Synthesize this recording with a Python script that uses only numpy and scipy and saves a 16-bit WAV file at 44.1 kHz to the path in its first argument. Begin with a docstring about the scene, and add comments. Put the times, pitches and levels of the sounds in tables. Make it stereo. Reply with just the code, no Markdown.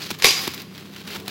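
"""A motor hums far away while a hand works among leafy greens in a planter, close to the microphone.
Leaves rub by friction and the hand bumps a stalk. At 0.22 s the fibres of one crisp, juicy stalk start
to fracture; at 0.24 s it snaps, its hollow resonates, and the recorder overloads with a low thump.
Hard walls reverberate as a leaf slides off the skin; leaves tick and more stalks are bumped until 1.3 s."""
import sys
import numpy as np
from scipy import signal
from scipy.fft import rfft, irfft, next_fast_len
from scipy.io import wavfile
from scipy.ndimage import map_coordinates

SR = 44100
rng = np.random.default_rng(int(sys.argv[2]) if len(sys.argv) > 2 else 0)


def wav_record(signal):
    """Record a signal, one row per channel, as 16-bit PCM in the file named by sys.argv[1]."""
    frames = np.transpose(np.atleast_2d(signal))
    bounded = np.clip(frames, -1, 1)
    # unit amplitude maps onto the largest positive 16-bit level
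    quanta = np.round(bounded * 32767).astype(np.int16)
    wavfile.write(sys.argv[1], SR, quanta)


N = 57330


def amp(db):
    """Amplitude ratio of a level in decibels."""
    return 10 ** (np.asarray(db) / 20)


def unit(x):
    """Normalisation to rms 1."""
    return x / np.sqrt(np.mean(x ** 2) + 1e-20)


def along(points, hz):
    """Interpolation of (f/Hz, value) points on a logarithmic frequency axis."""
    f, v = np.transpose(points)
    return np.interp(np.log(hz + 1), np.log(f + 1), v)


def since(s):
    """Time elapsed since s seconds, zero before."""
    return np.maximum(np.arange(N) / SR - s, 0)


def wobble(rate):
    """Random modulation: a spline through rate knots a second."""
    return map_coordinates(rng.standard_normal(4096), [np.arange(N) * rate / SR], mode="mirror")


def burst(s, db, rise, t60):
    """Damped transient: a linear rise, then exponential decay by 60 dB in t60 seconds."""
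    return amp(db - 60 * since(s + rise) / t60) * np.minimum(since(s) / rise, 1)


def filtered(x, response):
    """Linear filtering: the spectrum of x times a frequency response."""
    size = next_fast_len(N + SR // 2)
    return irfft(rfft(x, size) * response(np.fft.rfftfreq(size, 1 / SR)), size)[..., :N]


def pan(db):
    """Level difference: the left gain exceeds the right by db."""
    return amp(db * np.array([[.5], [-.5]]))


def arrive(x, lead_s):
    """Time difference: sound reaches the right microphone lead_s before the left."""
    return filtered(x, lambda hz: np.exp(1j * np.pi * hz * lead_s * np.array([[-1], [1]])))


def stereo(pair, spectrum, coherence):
    """Partial coherence: two independent signals, mixed as mid and side, give a pair of rms 1."""
    def weights(hz):
        angle = np.arccos(np.clip(along(coherence, hz), -1, 1)) / 2
        return amp(along(spectrum, hz)) * [np.cos(angle), np.sin(angle)]
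    mid, side = filtered(pair, weights)
    return unit(np.array([mid + side, mid - side]))


# left-right coherence of direct and of diffuse sound [f/Hz, coherence before limiting to +-1]
DIRECT_COHERENCE = [(100, 0.5), (400, 1.46), (1200, 0.6), (3000, 0.31), (12000, -0.34)]
DIFFUSE_COHERENCE = [(100, 0.7), (300, 0.72), (640, 0.45), (1200, -0.03), (2500, -0.15), (6000, 0.17)]


def noise(spectrum, coherence=DIRECT_COHERENCE):
    """Spectrally shaped Gaussian noise, in stereo, of rms 1."""
    return stereo(rng.standard_normal((2, N)), spectrum, coherence)


def grains(spectrum, per_s, spread_db):
    """Shot noise: randomly timed clicks of uneven size, in stereo, of rms 1."""
    occurs = rng.random(N) < per_s / SR
    sizes = amp(spread_db * np.minimum(rng.exponential(size=N), 5))
    return stereo(occurs * sizes * rng.standard_normal((2, N)), spectrum, DIRECT_COHERENCE)


# motor harmonics [multiple of shaft frequency, initial level/dB, final level/dB]
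MOTOR_HARMONICS = [(3, -54, -55.5), (4, -52, -61), (5, -47.5, -48.5), (6, -54.5, -43)]
# spectrum of the outdoor air [f/Hz, level/dB]
AIR_SPECTRUM = [(25, -22), (50, -7), (90, -11.5), (180, 2), (380, -2.5), (600, -17), (1200, -16.5),
                (3500, -20), (8000, -32.5), (15000, -35)]


def distant_motor(shaft_hz=32.77, waver_rad=0.95, air_db=-43):
    """Periodic rotation radiates harmonics of the shaft frequency, wavering over the ambient noise."""
    hum = 0
    for k, first_db, last_db in MOTOR_HARMONICS:
        phase = 2 * np.pi * (k * shaft_hz * since(0) + rng.random()) + waver_rad * wobble(8.11)
        hum += amp(np.linspace(first_db, last_db, N)) * np.sqrt(2) * np.sin(phase)
    return hum + amp(air_db) * noise(AIR_SPECTRUM, DIFFUSE_COHERENCE)


# spectrum of the wall reflections [f/Hz, level/dB]
WALL_SPECTRUM = [(100, -3), (400, -8), (660, -14), (790, -3.5), (920, -24), (1070, -2), (1300, -14.5),
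                 (2300, 0), (3400, -1.5), (4600, 0), (4900, 10), (5250, 2), (7000, 8), (10000, -7),
                 (15000, 2)]
# reverberation time [f/Hz, T60/s]
REVERB_TIME = [(200, 0.49), (1000, 0.83), (4500, 0.64), (8000, 0.53), (14000, 0.76)]


def walls(x, early_t60_s=0.3, early_db=-4, late_db=-5, build_up_s=0.0057):
    """Reverberation: convolution with dense early reflections and a longer ring between hard walls."""
    hz, t, bands = signal.stft(noise(WALL_SPECTRUM, DIFFUSE_COHERENCE), SR, nperseg=256)
    decay = amp(-60 * t / along(REVERB_TIME, hz)[:, None])
    late = signal.istft(bands * decay, SR, nperseg=256)[1][:, :N]
    early = noise(WALL_SPECTRUM, DIFFUSE_COHERENCE) * amp(-60 * since(0) / early_t60_s)
    onset = np.minimum(since(0) / build_up_s, 1) ** 2
    response = (amp(early_db) * unit(early * onset) + amp(late_db) * unit(late * onset)) / np.sqrt(N)
    return signal.fftconvolve(x, response, axes=1)[:, :N]


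# envelopes of leaves rubbing and of whole leaves flapping aside [t/s, level/dB]
RUB_ENVELOPE = [(0, -32.5), (0.072, -36.5), (0.096, -36.5), (0.152, -34), (.175, -53), (.2, -31),
                (.46, -30), (.55, -41), (.61, -36.5), (0.683, -54), (0.783, -39.5), (.84, -47),
                (.95, -43.5), (1.006, -38), (1.044, -47.5), (1.08, -36.5), (1.129, -32.5), (1.157, -28),
                (1.179, -40.5), (1.235, -48), (1.265, -40), (1.3, -31.5)]
FLAP_ENVELOPE = [(0, -54.5), (.3, -42.5), (.42, -43.5), (.5, -56), (.6, -52.5), (1.0, -53.5), (1.12, -43),
                 (1.25, -42.5), (1.3, -41)]
# leaf edges flicking [t/s, tick level/dB, sizzle level/dB]
FLICKS = [(0.187, -39, -31), (0.391, -22, -48), (.537, -27.5, -34), (0.543, -32.5, -25), (.577, -29.5, -62),
          (0.601, -32, -63), (0.618, -44, -31), (0.756, -36, -55), (0.7783, -33, -49), (0.8077, -43, -52),
          (0.962, -32, -57), (1.0758, -30.5, -50), (1.1047, -31, -51), (1.199, -42, -35)]
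# spectra of rubs and ticks, narrow rasp, dull flapping and high sizzle [f/Hz, level/dB]
LEAF_SPECTRUM = [(100, -8), (350, -8.5), (650, -8.5), (1100, -3), (1600, -1.5), (2600, -0.5), (4200, 0.5),
                 (7500, -13), (12000, -13.5), (15500, -9.5)]
RASP_SPECTRUM = [(1800, -39), (4300, 0), (9000, -20)]
FLAP_SPECTRUM = [(40, -25), (90, 2), (250, -2), (430, 3.5), (620, -8), (1100, -10), (2000, -26.5)]
SIZZLE_SPECTRUM = [(2000, -32), (5000, 4.5), (8000, -9), (11500, 0), (15500, 3)]


def leaves(slips_per_s=3000, spread_db=0.5, flutter_db=2, flick_rise_s=0.00072, flick_t60_s=0.035):
    """Friction noise: tiny slips of leaf on leaf and skin, with dull flapping and sharper flicks."""
    effort = amp(np.interp(since(0), *np.transpose(RUB_ENVELOPE)) + flutter_db * wobble(90.6))
    rub = effort * grains(LEAF_SPECTRUM, slips_per_s, spread_db)
    brush = burst(0, db=-33, rise=0.031, t60=0.29)  # a waxy leaf brushes the hand
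    rasp = brush * grains(RASP_SPECTRUM, slips_per_s, spread_db)
    flap = amp(np.interp(since(0), *np.transpose(FLAP_ENVELOPE))) * noise(FLAP_SPECTRUM)
    ticks = sum(burst(s, db, flick_rise_s, flick_t60_s) for s, db, _ in FLICKS)
    sizzle = sum(burst(s, db, flick_rise_s, flick_t60_s) for s, _, db in FLICKS)
    slide = burst(0.395, db=-27.5, rise=0.029, t60=0.19)  # a leaf hisses off the skin
    return rub + rasp + flap + ticks * noise(LEAF_SPECTRUM) + (slide + sizzle) * noise(SIZZLE_SPECTRUM)


# the hand striking stalks, and at 1.065 s and 1.152 s slower strokes [t/s, crunch level/dB, rise/s, crunch
# T60/s, thud # level/dB]
IMPACTS = [(0.105, -17, 0.00017, 0.026, -40), (0.1094, -22, 0.003, 0.023, -20.5),
           (0.4734, -16.5, 0.0049, 0.017, -19), (1.065, -32.5, 0.012, 0.053, -37),
           (1.152, -30.5, 0.014, 0.047, -38), (1.2798, -17, 0.00057, 0.018, -30)]
# spectrum of the crunch [f/Hz, level/dB]
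CRUNCH_SPECTRUM = [(60, -3), (300, 4), (600, -9), (1000, 0.5), (1700, -5.5), (2600, -2.5), (3800, -0.5),
                   (7500, -9.5), (12000, -10.5), (15500, -8)]
# modes of the planter [f/Hz, level/dB, T60/s]
PLANTER_MODES = [(88.5, -15.5, 0.14), (220, -6, 0.051), (344.5, -1, 0.031), (933, -11, 0.02)]


def bumps():
    """Impact excitation: each bump or stroke crunches the stalks and rings the planter's damped modes."""
    crunch = sum(burst(s, db, rise, t60) for s, db, rise, t60, _ in IMPACTS)
    thud = sum(burst(s, db + mode_db, rise, t60) * np.sin(2 * np.pi * hz * since(s))
               for s, _, rise, _, db in IMPACTS for hz, mode_db, t60 in PLANTER_MODES)
    return crunch * noise(CRUNCH_SPECTRUM) + thud


def overload_thump(s, gain_db=-35, peak_s=0.0042):
    """Critically damped pulse: a brief low thump as the snap overloads the recorder."""
    t = since(s)
    return amp(gain_db) * t / peak_s * np.exp(-t / peak_s)


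# fibres breaking [t/s, level/dB, T60/s, left minus right/dB]
FRACTURES = [(0.2223, -10.5, 0.017, -7), (0.2314, -18, 0.037, -4), (0.2407, -12.5, 0.038, -4),
             (.2440, 3, 0.015, 2), (0.2519, -5, 0.011, -2), (0.2559, -2, 0.016, 0.5),
             (0.2663, -5.5, 0.015, 4.5), (.2762, -8, 0.016, 2.5), (.2840, -8.5, .024, 2),
             (0.3073, -9.5, 0.011, 3.5), (.3140, -17.5, 0.013, 8)]
# spectrum of the bursting cells [f/Hz, level/dB]
FRACTURE_SPECTRUM = [(30, -40), (200, -13.5), (430, -0.5), (640, -8.5), (1100, -1), (1500, -3), (2200, 0.5),
                     (3000, 0.5), (4800, -0.5), (7500, -12.5), (11000, -8.5), (15500, -24)]


def fibre_cracks(rise_s=0.00068):
    """Acoustic emission in fracture: bundles of cells burst one after another."""
    tearing = sum(pan(side_db) * burst(s, db, rise_s, t60) for s, db, t60, side_db in FRACTURES)
    return tearing * grains(FRACTURE_SPECTRUM, per_s=12000, spread_db=1)


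# the stalk's wall giving way [t/s, level/dB]
BREAKS = [(.2443, 0.5), (.2662, -6.5)]
# modes ringing at each break: the hollow stalk, and at 791 Hz the walls [f/Hz, level/dB, T60/s, left minus
# right/dB]
BREAK_MODES = [(424, -10, 0.042, 2.5), (791, -19, 0.11, 3), (1089, -7.5, 0.034, 2.5), (2190, -11, 0.018, 8),
               (4883, -14, 0.093, -2)]


def stalk_pop(rise_s=0.0021, waver_rad=0.3):
    """Modal resonance: each big break rings the hollow stalk and a mode of the walls."""
    ring = 0
    for s, db in BREAKS:
        for hz, mode_db, t60, side_db in BREAK_MODES:
            phase = 2 * np.pi * hz * since(s) + waver_rad * wobble(150.4)
            ring += pan(side_db) * burst(s, db + mode_db, rise_s, t60) * np.sin(phase)
    return ring


def scene():
    """Superposition of direct sound, reverberation and background; the snap excites the walls most."""
    snap = fibre_cracks() + stalk_pop() + overload_thump(BREAKS[0][0])
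    handling = (bumps() + leaves()) * pan(db=-3)
    # the stalk is to the right, the hand near the middle
    direct = arrive(snap, lead_s=0.00037) + arrive(handling, lead_s=-0.000092)
    return direct + walls(snap + amp(-17) * handling) + distant_motor()


# frequency response of the microphone ports [f/Hz, level/dB]
PORT_RESPONSE = [(25, -16), (50, -14.5), (80, -1), (8400, 0.5), (8750, -5.5), (9300, -3), (9900, -4),
                 (10800, 3.5), (12500, -2)]
# imbalance of the two ports [f/Hz, left minus right/dB]
PORT_BALANCE = [(100, -2), (400, -0.5), (1100, 2.5), (2600, -4.5), (4400, -2.5), (7000, 3), (11000, 7.5),
                (15000, 9.5)]


def record(dry):
    """Saturation: the ports colour the sound, the snap is hard-clipped, and a low-pass limits the band."""
    clip_level, band_limit_hz = 0.91, 15900
    coloured = filtered(dry, lambda hz: amp(along(PORT_RESPONSE, hz)) * pan(along(PORT_BALANCE, hz)))
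    clipped = np.clip(coloured, -clip_level, clip_level)
    return filtered(clipped, lambda hz: hz < band_limit_hz)


dry = scene()
out = record(dry)
wav_record(out)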